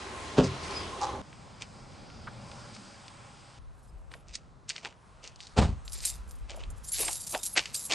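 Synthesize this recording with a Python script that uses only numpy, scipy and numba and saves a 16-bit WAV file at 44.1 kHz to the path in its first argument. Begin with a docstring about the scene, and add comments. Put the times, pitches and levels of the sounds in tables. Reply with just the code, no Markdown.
"""A fuel pump hums, then the nozzle thumps home, its spring squeaks and the hose scrapes. Hard cut: a car rolls
slowly up over gritty tarmac. Hard cut: its driver steps out, slams the door and walks off jangling keys while
wind rumbles on the microphone. Struck bodies are banks of decaying modes, grit and keys are random impulses
through resonances, and the pump, car, wind and open air are filtered noise."""
import sys
import numpy as np
from scipy import signal
from scipy.io import wavfile
from scipy.ndimage import uniform_filter1d
from numba import njit

SR = 44100
rng = np.random.default_rng(int(sys.argv[2]) if len(sys.argv) > 2 else 0)


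def master_out(mix):
    """Clip the mix to full scale and print it as 16-bit PCM to the path in sys.argv[1]."""
    frames = np.transpose(np.atleast_2d(mix))
    ceiling = np.clip(frames, -1, 1)
    pcm = np.round(ceiling * 32767).astype(np.int16)
    wavfile.write(sys.argv[1], SR, pcm)


N = 350154
OPPOSED = np.array([[1], [-1]])  # left and right in opposite polarity


# Modes of the holster: mode_hz, relative_db, t60_s
NOZZLE_MODES = [(95.6, -15, 0.44), (137, -20, 0.55), (193, -1, 0.076), (252, 4.5, 0.045),
                (334, -3.5, 0.036), (389.7, -3, 0.15), (510, -3.5, 0.045), (840, -16, .06),
                (1050, -18, .06), (1320, -21, .04)]
# Knocks of the nozzle going home: start_s, blow_db
NOZZLE_BLOWS = [(.373, -33), (.383, -15), (.39, -16), (.397, -14), (.41, -24), (.438, -30.5), (.449, -27)]


def nozzle_thump():
    """The nozzle drops into its holster: a cluster of knocks rings the holster's modes."""
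    return struck(NOZZLE_BLOWS, NOZZLE_MODES, contact_s=0.0018, shudder_db=-30.5, shudder_t60=0.17)


def spring_squeak():
    """A spring squeaks: a sagging sine with rough pitch and strength."""
    peak_s, rms_db, rise_s, t60_s = .762, -37, .04, .28
    peak_hz, sag_hz_per_s = 4980, 830
    t = np.arange(N) / SR
    hz = peak_hz - sag_hz_per_s * np.clip(t - peak_s, -.1, .1)
    wavering_hz = hz * (1 + 0.013 * walk(500))
    tone = np.sqrt(2) * np.sin(2 * np.pi * np.cumsum(wavering_hz) / SR)
    return burst(peak_s, rms_db, rise_s, t60_s) * undb(4.5 * walk(290)) * tone


# Pressure of the dragging hose: time_s, pressure_db
SCRAPE_PRESSURE = [(1.0, -56), (1.014, -30), (1.035, -28), (1.095, -38), (1.105, -46), (1.135, -38),
                   (1.215, -57)]
# Resonances the dragging hose excites: centre_hz, width_hz, relative_db
SCRAPE_RINGS = [(338, 99, -7), (523, 52, -0.5), (810, 83, -9), (834, 83, 4.5), (980, 150, 0.5),
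                (1110, 190, -7), (4000, 230, -1.5), (5360, 3500, 7)]


def hose_scrape():
    """The hose drags in stick-slip: random slips excite resonances, deeper and duller as it goes."""
    gate, pressure_db = curve(SCRAPE_PRESSURE)
    since = np.clip(np.arange(N) / SR - SCRAPE_PRESSURE[0][0], 0, .17)
    deep_db = -10 + 96 * since  # dB/s, rings below 700 Hz
    bright_db = -9 - 134 * since  # dB/s, rings above 3 kHz
    slips = grains(900, 3.4)
    rings = 0
    for hz, width, db in SCRAPE_RINGS:
        ring_db = db + (hz < 700) * deep_db + (hz > 3000) * bright_db
        rings = rings + undb(ring_db) * unit(band(slips, hz, width))
    return gate * undb(pressure_db) * rings / 2


# Rattles of lock and trim: peak_s, level_db, rise_s, t60_s
LATCH_RATTLES = [(5.588, -24.5, 0.031, 0.081), (5.621, -35.5, 0.015, 0.26)]


def door_latch():
    """Lock and trim rattle: dense impulses through a broad mid band and a low band."""
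    rattle = grains(3000, 2.0)
    metal = unit(svf(rattle, 2100.0, 2400.0))
    low = undb(7.5) * unit(band(rattle, 500, 970))
    return sum(burst(*row) for row in LATCH_RATTLES) * (metal + low)


# Modes of panel and cabin: mode_hz, relative_db, t60_s
DOOR_MODES = [(54.4, -5.5, 0.27), (79.2, -3, 0.27), (100, -3, 0.18), (134.5, -2, 0.078), (154, -3, 0.079),
              (205, -6.5, 0.11), (277, -8, .13), (338, -14, .12), (426, -11, .12), (710, -21, .1),
              (947, -22, .1), (1140, -21, .1)]
# Pushes of the panel on its frame: start_s, blow_db
DOOR_BLOWS = [(5.574, -27), (5.586, -18.5), (5.603, -21), (5.619, -13.5), (5.632, -27), (5.655, -26),
              (5.69, -25.5)]


def door_slam():
    """The panel meets its frame and the cabin booms in low modes; the deepest boom leans left."""
    boom = struck(DOOR_BLOWS, DOOR_MODES, contact_s=0.0048, shudder_db=-36.5, shudder_t60=0.29)
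    return boom + 0.41 * band(boom, 45, 43) * OPPOSED


# Modes of the keys: mode_hz, relative_db
KEY_MODES = [(3690, -8), (4005, -9.5), (4640, -6), (5040, -1), (5430, -23), (5780, -6), (6630, 0),
             (7190, 5.5), (7480, 0.5), (7900, -17), (8200, 1.5), (8530, 7), (8800, -7), (9300, -2),
             (9770, -9), (10250, 1), (10570, -28), (11070, 9.5), (11230, -2), (11500, 1), (11900, -2.5)]
# Swings and jolts of the bunch: peak_s, effort_db, rise_s, t60_s
KEY_SHAKES = [(3.84, -69, 0.18, 0.79), (4.13, -61, 0.036, 0.23), (5.94, -46, 0.11, 0.47),
              (6.06, -30.5, 0.061, 0.22), (6.091, -34, 0.04, 0.12), (6.28, -60, 0.027, 0.32),
              (6.56, -62, 0.031, 0.12), (6.78, -59.5, 0.045, .15), (6.844, -43, 0.016, 1.1),
              (6.925, -36.5, 0.02, 0.97), (7.0, -37.5, 0.05, 1.03), (7.13, -43, 0.12, 0.18),
              (7.29, -41.5, 0.16, 1), (7.455, -40.5, .04, 0.17), (7.748, -34.5, 0.027, 0.55),
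              (7.86, -46, 0.044, 0.18)]
# Hard strikes of key on key: strike_s, relative_db
KEY_CLINKS = [(5.8487, -33.5), (5.922, -28), (5.9329, -26), (6.0536, -13), (6.3118, -34.5), (6.355, -44),
              (6.387, -45.5), (6.562, -31.5), (6.702, -34.5), (6.9193, -23.5), (6.992, -18), (7.1302, -26),
              (7.433, -19.5), (7.4644, -18.5), (7.7448, -30), (7.7925, -27), (7.8346, -31)]


def keys():
    """Shaken keys touch at random; every touch rings another mix of modes, damped by the hand."""
    effort = sum(burst(*jolt) for jolt in KEY_SHAKES) * undb(3.8 * walk(90))
    t = np.arange(3000) / SR
    clink = np.minimum(t / 0.00066, 1) * undb(-60 * t / 0.029)
    for s, db in KEY_CLINKS:
        add(effort, s - .002, undb(db - 7.5) * clink)
    touches = effort * unit(grains(1300, 2.2))
    chatter = band(touches * rng.standard_normal(N), 7470, 11000)
    out = undb(-0.5) * chatter * np.ones((2, 1))
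    for hz, db in KEY_MODES:
        for detune in 1, 1 + 0.0197 * rng.standard_normal():  # a similar key rings close by
            favoured = undb(9 * walk(40))
            push = touches * favoured * rng.standard_normal(N)
            out += pan(ring(push, hz * detune, db - 41.0, t60=.04), 0.84 * rng.standard_normal())
    return out


SCATTER_DB = 0.5  # random left-right difference of grains and crunches

# Rubs and crunches of soles, tyres and fittings: peak_s, body_db, brightness_db, t60_s
CRUNCHES = [(0.39, -31.5, -17, 0.18), (.446, -46, 8, 0.19), (.64, -45.5, 2, 0.18), (1.623, -42, -3, .084),
            (2.752, -57, 8.5, .12), (4.123, -57.5, -10, 0.33), (4.288, -58.5, -1, 0.61),
            (4.353, -51.5, 13, 0.057), (4.702, -44.5, 3.5, 0.15), (4.763, -51, 0, 0.33),
            (4.851, -44.5, -8.5, 0.21), (5.245, -48.5, -1.5, 0.25), (5.41, -65.5, 14.5, .5),
            (5.949, -57, 10.5, 0.45), (6.044, -46, 5.5, 0.32), (6.505, -48, -6, 0.31),
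            (6.607, -52.5, -8, 0.24), (6.945, -52.5, 15, 0.56), (7.0, -38, -4, .4),
            (7.083, -46.5, -11.5, 0.12), (7.35, -35, -10.5, 0.11), (7.58, -23, -2.5, 0.099),
            (7.64, -49.5, 2, 0.53), (7.921, -25.5, -3, 0.3)]


def crunch():
    """Soles, tyres and fittings rub: dense grains in three bands, the low one weaker when brighter."""
    sand = grains(1800, 3.5)
    body = unit(band(sand, 2620, 1870))
    bright = unit(band(sand, 4380, 4100))
    low = unit(band(sand, 596, 1090))
    out = np.zeros((2, N))
    for s, db, bright_db, t60 in CRUNCHES:
        mix = body + undb(bright_db) * bright + undb(-7.5 - 0.92 * bright_db) * low
        out += pan(burst(s, db, 0.034, t60) * mix, SCATTER_DB * rng.standard_normal())
    return out


# Single snapping grains: start_s, peak_db, centre_hz
GRIT_SNAPS = [(.7093, -26.5, 4940), (1.3289, -35, 2310), (1.6214, -22, 3300), (2.1015, -39, 2310),
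              (2.5156, -35.5, 2550), (2.765, -35.5, 2280), (3.081, -32, 3185), (4.117, -35.5, 2430),
              (4.139, -29.5, 1670), (4.2842, -37, 4970), (4.354, -17, 6140), (4.6924, -16.5, 4900),
              (4.6985, -18, 3750), (4.7, -18.5, 4100), (4.705, -17.5, 3000), (4.7603, -32, 1920),
              (4.7634, -21.5, 3550), (4.7802, -29.5, 2210), (4.8491, -20, 2130), (4.8567, -22, 2040),
              (4.8677, -32, 2700), (4.926, -43, 2200), (5.2404, -32, 4930), (5.2467, -33, 2920),
              (5.276, -26.5, 4570), (5.3597, -36, 4600), (5.4046, -28, 4080), (5.429, -35, 3950),
              (5.469, -35, 4700), (5.8788, -25.5, 4340), (5.8977, -37, 5820), (6.0044, -26, 4800),
              (6.4966, -27, 2950), (6.5055, -26.5, 5000), (6.517, -33, 2920), (6.6368, -32, 2850),
              (7.082, -19.5, 2540), (7.3486, -16.5, 2160), (7.5628, -21, 2030), (7.5742, -6.5, 2780),
              (7.5819, -9, 2420), (7.5934, -11, 2590), (7.6565, -22.5, 2880), (7.749, -25, 2940),
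              (7.9117, -19, 2430), (7.9217, -10, 3740), (7.9344, -14, 3200)]


def grit():
    """Lone grains snap: a click and a noise flash with a short tail from the tarmac, through one band."""
    out, t = np.zeros((2, N)), np.arange(3000) / SR
    decay = np.exp(-t / 0.00017) + 0.12 * np.exp(-t / 0.0056)
    for s, db, hz in GRIT_SNAPS:
        click = (t == 0) * 1.5
        snap = band(click + rng.standard_normal(3000) * decay, hz, 1.07 * hz)
        add(out, s, pan(undb(db) * snap / abs(snap).max(), SCATTER_DB * rng.standard_normal()))
    return out


# Dull falls of heel and toe: start_s, peak_db, centre_hz
HEEL_FALLS = [(2.27, -30.5, 1360), (2.278, -43.5, 567), (4.149, -43.5, 566), (4.853, -33.5, 780),
              (6.51, -44, 595), (6.54, -41, 600), (6.571, -37, 540), (6.998, -29.5, 457), (7.028, -31, 720),
              (7.081, -29, 765), (7.348, -23.5, 726), (7.56, -26.5, 1590), (7.908, -33, 630)]


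def footfalls():
    """Heel and toe fall dully: short decaying noise in a narrow band."""
    out, t = np.zeros(N), np.arange(3000) / SR
    envelope = undb(-60 * t / 0.056) * np.minimum(t / 0.0039, 1)
    for s, db, hz in HEEL_FALLS:
        thud = band(rng.standard_normal(3000) * envelope, hz, 0.5 * hz)
        add(out, s, undb(db) * thud / abs(thud).max())
    return out


def surroundings(near):
    """Car flank, pump and tarmac send back a short scatter, different at each side."""
    t = np.arange(4000) / SR
    tail = rng.standard_normal((2, 4000)) * undb(-60 * t / 0.071) * (t > .001)
    tail = signal.sosfilt(signal.butter(2, 400, "high", fs=SR, output="sos"), tail)
    return near + undb(-40.5) * signal.fftconvolve(near, tail, axes=1)[:, :N]


# Strength of the wind: time_s, strength_db
WIND_STRENGTH = [(3.59, -55.5), (3.9, -56), (3.95, -48), (4.22, -63.5), (4.3, -53), (4.4, -61.5),
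                 (5.0, -88), (5.07, -67), (5.5, -65), (5.83, -51), (6.38, -48.5), (6.43, -44), (6.49, -52),
                 (6.69, -44.5), (6.9, -56), (6.98, -49), (7.17, -60.5), (7.94, -72)]


def wind():
    """Gusts push low noise on the two ports mostly in opposition, harder on the left."""
    gate, db = curve(WIND_STRENGTH)
    mid, side = (unit(band(rng.standard_normal(N), 46.2, 37.3)) * undb(4.8 * walk(12)) for _ in range(2))
    return pan(gate * undb(db) * (mid + 1.63 * side * OPPOSED), 1.4)


# Resonances of the pump housing: centre_hz, width_hz, level_db
PUMP_RINGS = [(388, 45, -50.5), (846, 65, -53.5), (1050, 43, -50.5)]


def pump():
    """The pump's machine noise sounds through the resonances of its housing."""
    return hum(PUMP_RINGS)


# Resonances of the engine bay: centre_hz, width_hz, relative_db
CAR_RINGS = [(116, 29, -63), (211, 31, -66), (566, 67, -70.5), (814, 62, -69.5), (1074, 36, -73),
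             (1380, 120, -72.5), (2330, 150, -77), (4900, 640, -69)]


def car(swell_db):
    """The car's machine noise sounds through its engine bay and swells with the given level."""
    return hum(CAR_RINGS) * undb(swell_db)


# Moments of the two hard cuts between places: cut_s
CUTS_S = 1.217, 3.588
# Steady sound, one row a place: colour (hz, relative_db_per_hz), mid_db, left-right likeness (hz, -1..1)
PLACES = [([(15, -43), (25, -12), (85, 5.5), (158, -9), (200, -3.5), (383, -5), (566, -6), (1030, -7.5),
          (1820, -12.5), (5030, -16.5), (9640, -26.5), (11000, -22.5), (12500, -89), (16200, -113),
          (22000, -120)], -43.5, [(60, 0.73), (250, 1), (1200, 0.3), (2700, 0.65), (6000, 0.83)]),
          ([(15, -48), (25, -4.5), (129, 2), (364, -14.5), (815, -18.5), (928, -11), (1030, -18),
          (1780, -29), (3410, -30.5), (4900, -33.5), (8690, -34.5), (11600, -57), (12500, -59),
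          (16200, -99), (22000, -120)], -51.5, [(60, 0.32), (150, 0.74), (900, 0.14), (2700, 1),
          (6000, 1)]), ([(15, -31), (25, -13.5), (85, -3.5), (125, -1.5), (337, -17), (472, -17),
          (628, -19), (794, -20.5), (1140, -20), (1340, -25), (1820, -35), (11300, -46), (12500, -66),
          (16200, -105), (22000, -120)], -60, [(60, .1), (250, 1), (1200, 0.34), (2700, 1), (6000, 0.99)])]
# Swell of the steady sound, one list a place: time_s, tilt_db (half lifts lows, half lowers highs), treble_db
SWELL = [
    [(0, -1.5, 0.6), (.6, 7, 4.5), (.78, 4.5, 7), (.95, 1, -0.5), (1.1, 5, 2.5), (1.21, 13, -1)],
    [(1.23, -6.5, 2.5), (2.2, 2, 7), (2.6, -5, 8.5), (3.1, -10.5, 5), (3.58, -13, 0)],
    [(3.6, -3, 6.5), (4.4, 3.5, 7.5), (5.5, -2, 12.5), (7.94, 6, 18)],
]


def outdoors():
    """Motors, tyres and far traffic as third-octave noise, with a colour and width per place, plus pump and car."""
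    place = np.searchsorted(CUTS_S, np.arange(N) / SR)
    _, tilt_db, treble_db = curve(np.vstack(SWELL))
    centres = 25 * 2 ** np.arange(0, 9.1, 1 / 3)

    def read(table):
        hz, values = np.array(table).T
        return np.interp(np.log(centres), np.log(hz), values)

    gain = []
    for colour, mid_db, _ in PLACES:
        shape = unit(undb(read(colour)) * np.sqrt(centres))  # wider bands hold more noise
        gain.append(undb(mid_db) * shape / np.sqrt(len(centres)))
    gain = np.array(gain)
    alike = np.clip([read(likeness) for *_, likeness in PLACES], -.99, .99)
    out = 0
    for k, hz in enumerate(centres):
        mid, side = (unit(band(rng.standard_normal(N), hz, hz * 0.36)) for _ in range(2))
        share = np.clip(np.log2(hz / 250) / 3, 0, 1)  # treble share: 0 to 250 Hz, 1 from 2 kHz
        swell_db = (0.5 - share) * tilt_db + share * treble_db
        level = gain[place, k] * undb(swell_db + 2.3 * walk(9))
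        wide = np.sqrt((1 - alike[:, k]) / (1 + alike[:, k]))[place]
        out = out + level * (mid + wide * side * OPPOSED)
    return out + car(treble_db) * (place == 1) + pump() * (place == 0)


def hum(rings):
    """Machine noise heard through resonances that waver in strength."""
    out = 0
    for hz, width, db in rings:
        tone = unit(svf(rng.standard_normal(N), 1. * hz, 1. * width))
        out = out + undb(db + 3.1 * walk(12)) * tone
    return out


def struck(blows, modes, contact_s, shudder_db, shudder_t60):
    """Brief smooth pushes into a body, each with a shudder of loose parts; each blow weights the modes anew."""
    out, t = np.zeros(N), np.arange(SR) / SR
    contact = np.hanning(int(contact_s * SR) + 3)
    for s, db in blows:
        weights = undb(3.9 * rng.standard_normal(len(modes)))
        push = rng.standard_normal(SR) * undb(shudder_db - 60 * t / shudder_t60)
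        push[0] += 1
        push = np.convolve(push, contact / contact.sum())[:SR]
        add(out, s, undb(db) * sum(w * ring(push, *mode) for w, mode in zip(weights, modes)))
    return out


def ring(x, hz, db, t60):
    """One mode; a unit impulse starts it at the given level."""
    width = np.log(1000) / np.pi / t60
    return svf(x, 1. * min(hz, .45 * SR), width) * undb(db) * SR / (2 * np.pi * width)


def band(x, hz, width):
    """Steep band: the same resonance twice."""
    return svf(svf(x, 1. * hz, 1. * width), 1. * hz, 1. * width)


@njit
def svf(x, hz, width):
    """State-variable band-pass, gain 1 at the centre."""
    y, b, l = np.empty(len(x)), 0., 0.  # b, l: band and low states
    g, k = np.tan(np.pi * hz / SR), width / hz
    for i in range(len(x)):
        v = (b + g * (x[i] + 1e-18 - l)) / (1 + g * (g + k))
        b, l, y[i] = 2 * v - b, l + 2 * g * v, k * v
    return y


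def grains(rate, spread_db):
    """Random impulses, rate a second, a few of them much larger than the rest."""
    hits = rng.random(N) < rate / SR
    size_db = spread_db * np.minimum(rng.exponential(size=N), 3.5)
    return hits * rng.choice([-1, 1], N) * undb(size_db)


def walk(rate):
    """Random levels held 1 / rate s and smoothed by two moving averages."""
    k = int(SR / rate)
    steps = np.repeat(rng.standard_normal(N // k + 1), k)
    return uniform_filter1d(uniform_filter1d(steps, k), k)[:N]


def burst(peak_s, db, rise_s, t60):
    """Envelope: a curved rise to the peak, then an exponential fall."""
    t = np.arange(N) / SR - peak_s
    return np.clip(1 + t / rise_s, 0, 1) ** 2 * undb(db - 60 * np.maximum(t, 0) / t60)


def curve(rows):
    """A gate that opens over a table's span with soft edges, then the table's columns as signals."""
    s, *columns = np.transpose(rows)
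    t = np.arange(N) / SR
    gate = uniform_filter1d(1. * ((t > s[0]) & (t < s[-1])), size=300)
    return gate, *(np.interp(t, s, c) for c in columns)


def undb(db):
    """Decibels to amplitude."""
    return 10 ** (np.asarray(db) / 20)


def unit(x):
    """Scale to an RMS of 1."""
    return x / np.sqrt(np.mean(x ** 2))


def pan(x, db):
    """Make left louder than right by db."""
    return x * undb(np.array([db, -db]).reshape(2, -1) / 2)


def add(out, s, x):
    """Mix x into out from s seconds on."""
    i = int(s * SR)
    out[..., i:i + x.shape[-1]] += x[..., :N - i]


def scene():
    """Near sounds with their scatter over the steady outdoors and the wind; the keys keep the most treble."""
    dull = signal.cheby1(10, 1, 9050, fs=SR, output="sos")
    nozzle = nozzle_thump() + spring_squeak() + hose_scrape()
    door = door_latch() + door_slam()
    ground = crunch() + grit() + footfalls()
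    near = surroundings(signal.sosfilt(dull, nozzle + door + ground) + keys())
    far = signal.sosfilt(signal.butter(10, 9800, fs=SR, output="sos"), outdoors())
    return near + far + wind()


def record(dry):
    """A steep low-pass ends the treble at 12.1 kHz."""
    return signal.sosfilt(signal.ellip(10, .2, 80, 12100, fs=SR, output="sos"), dry)


dry = scene()
out = record(dry)
master_out(out)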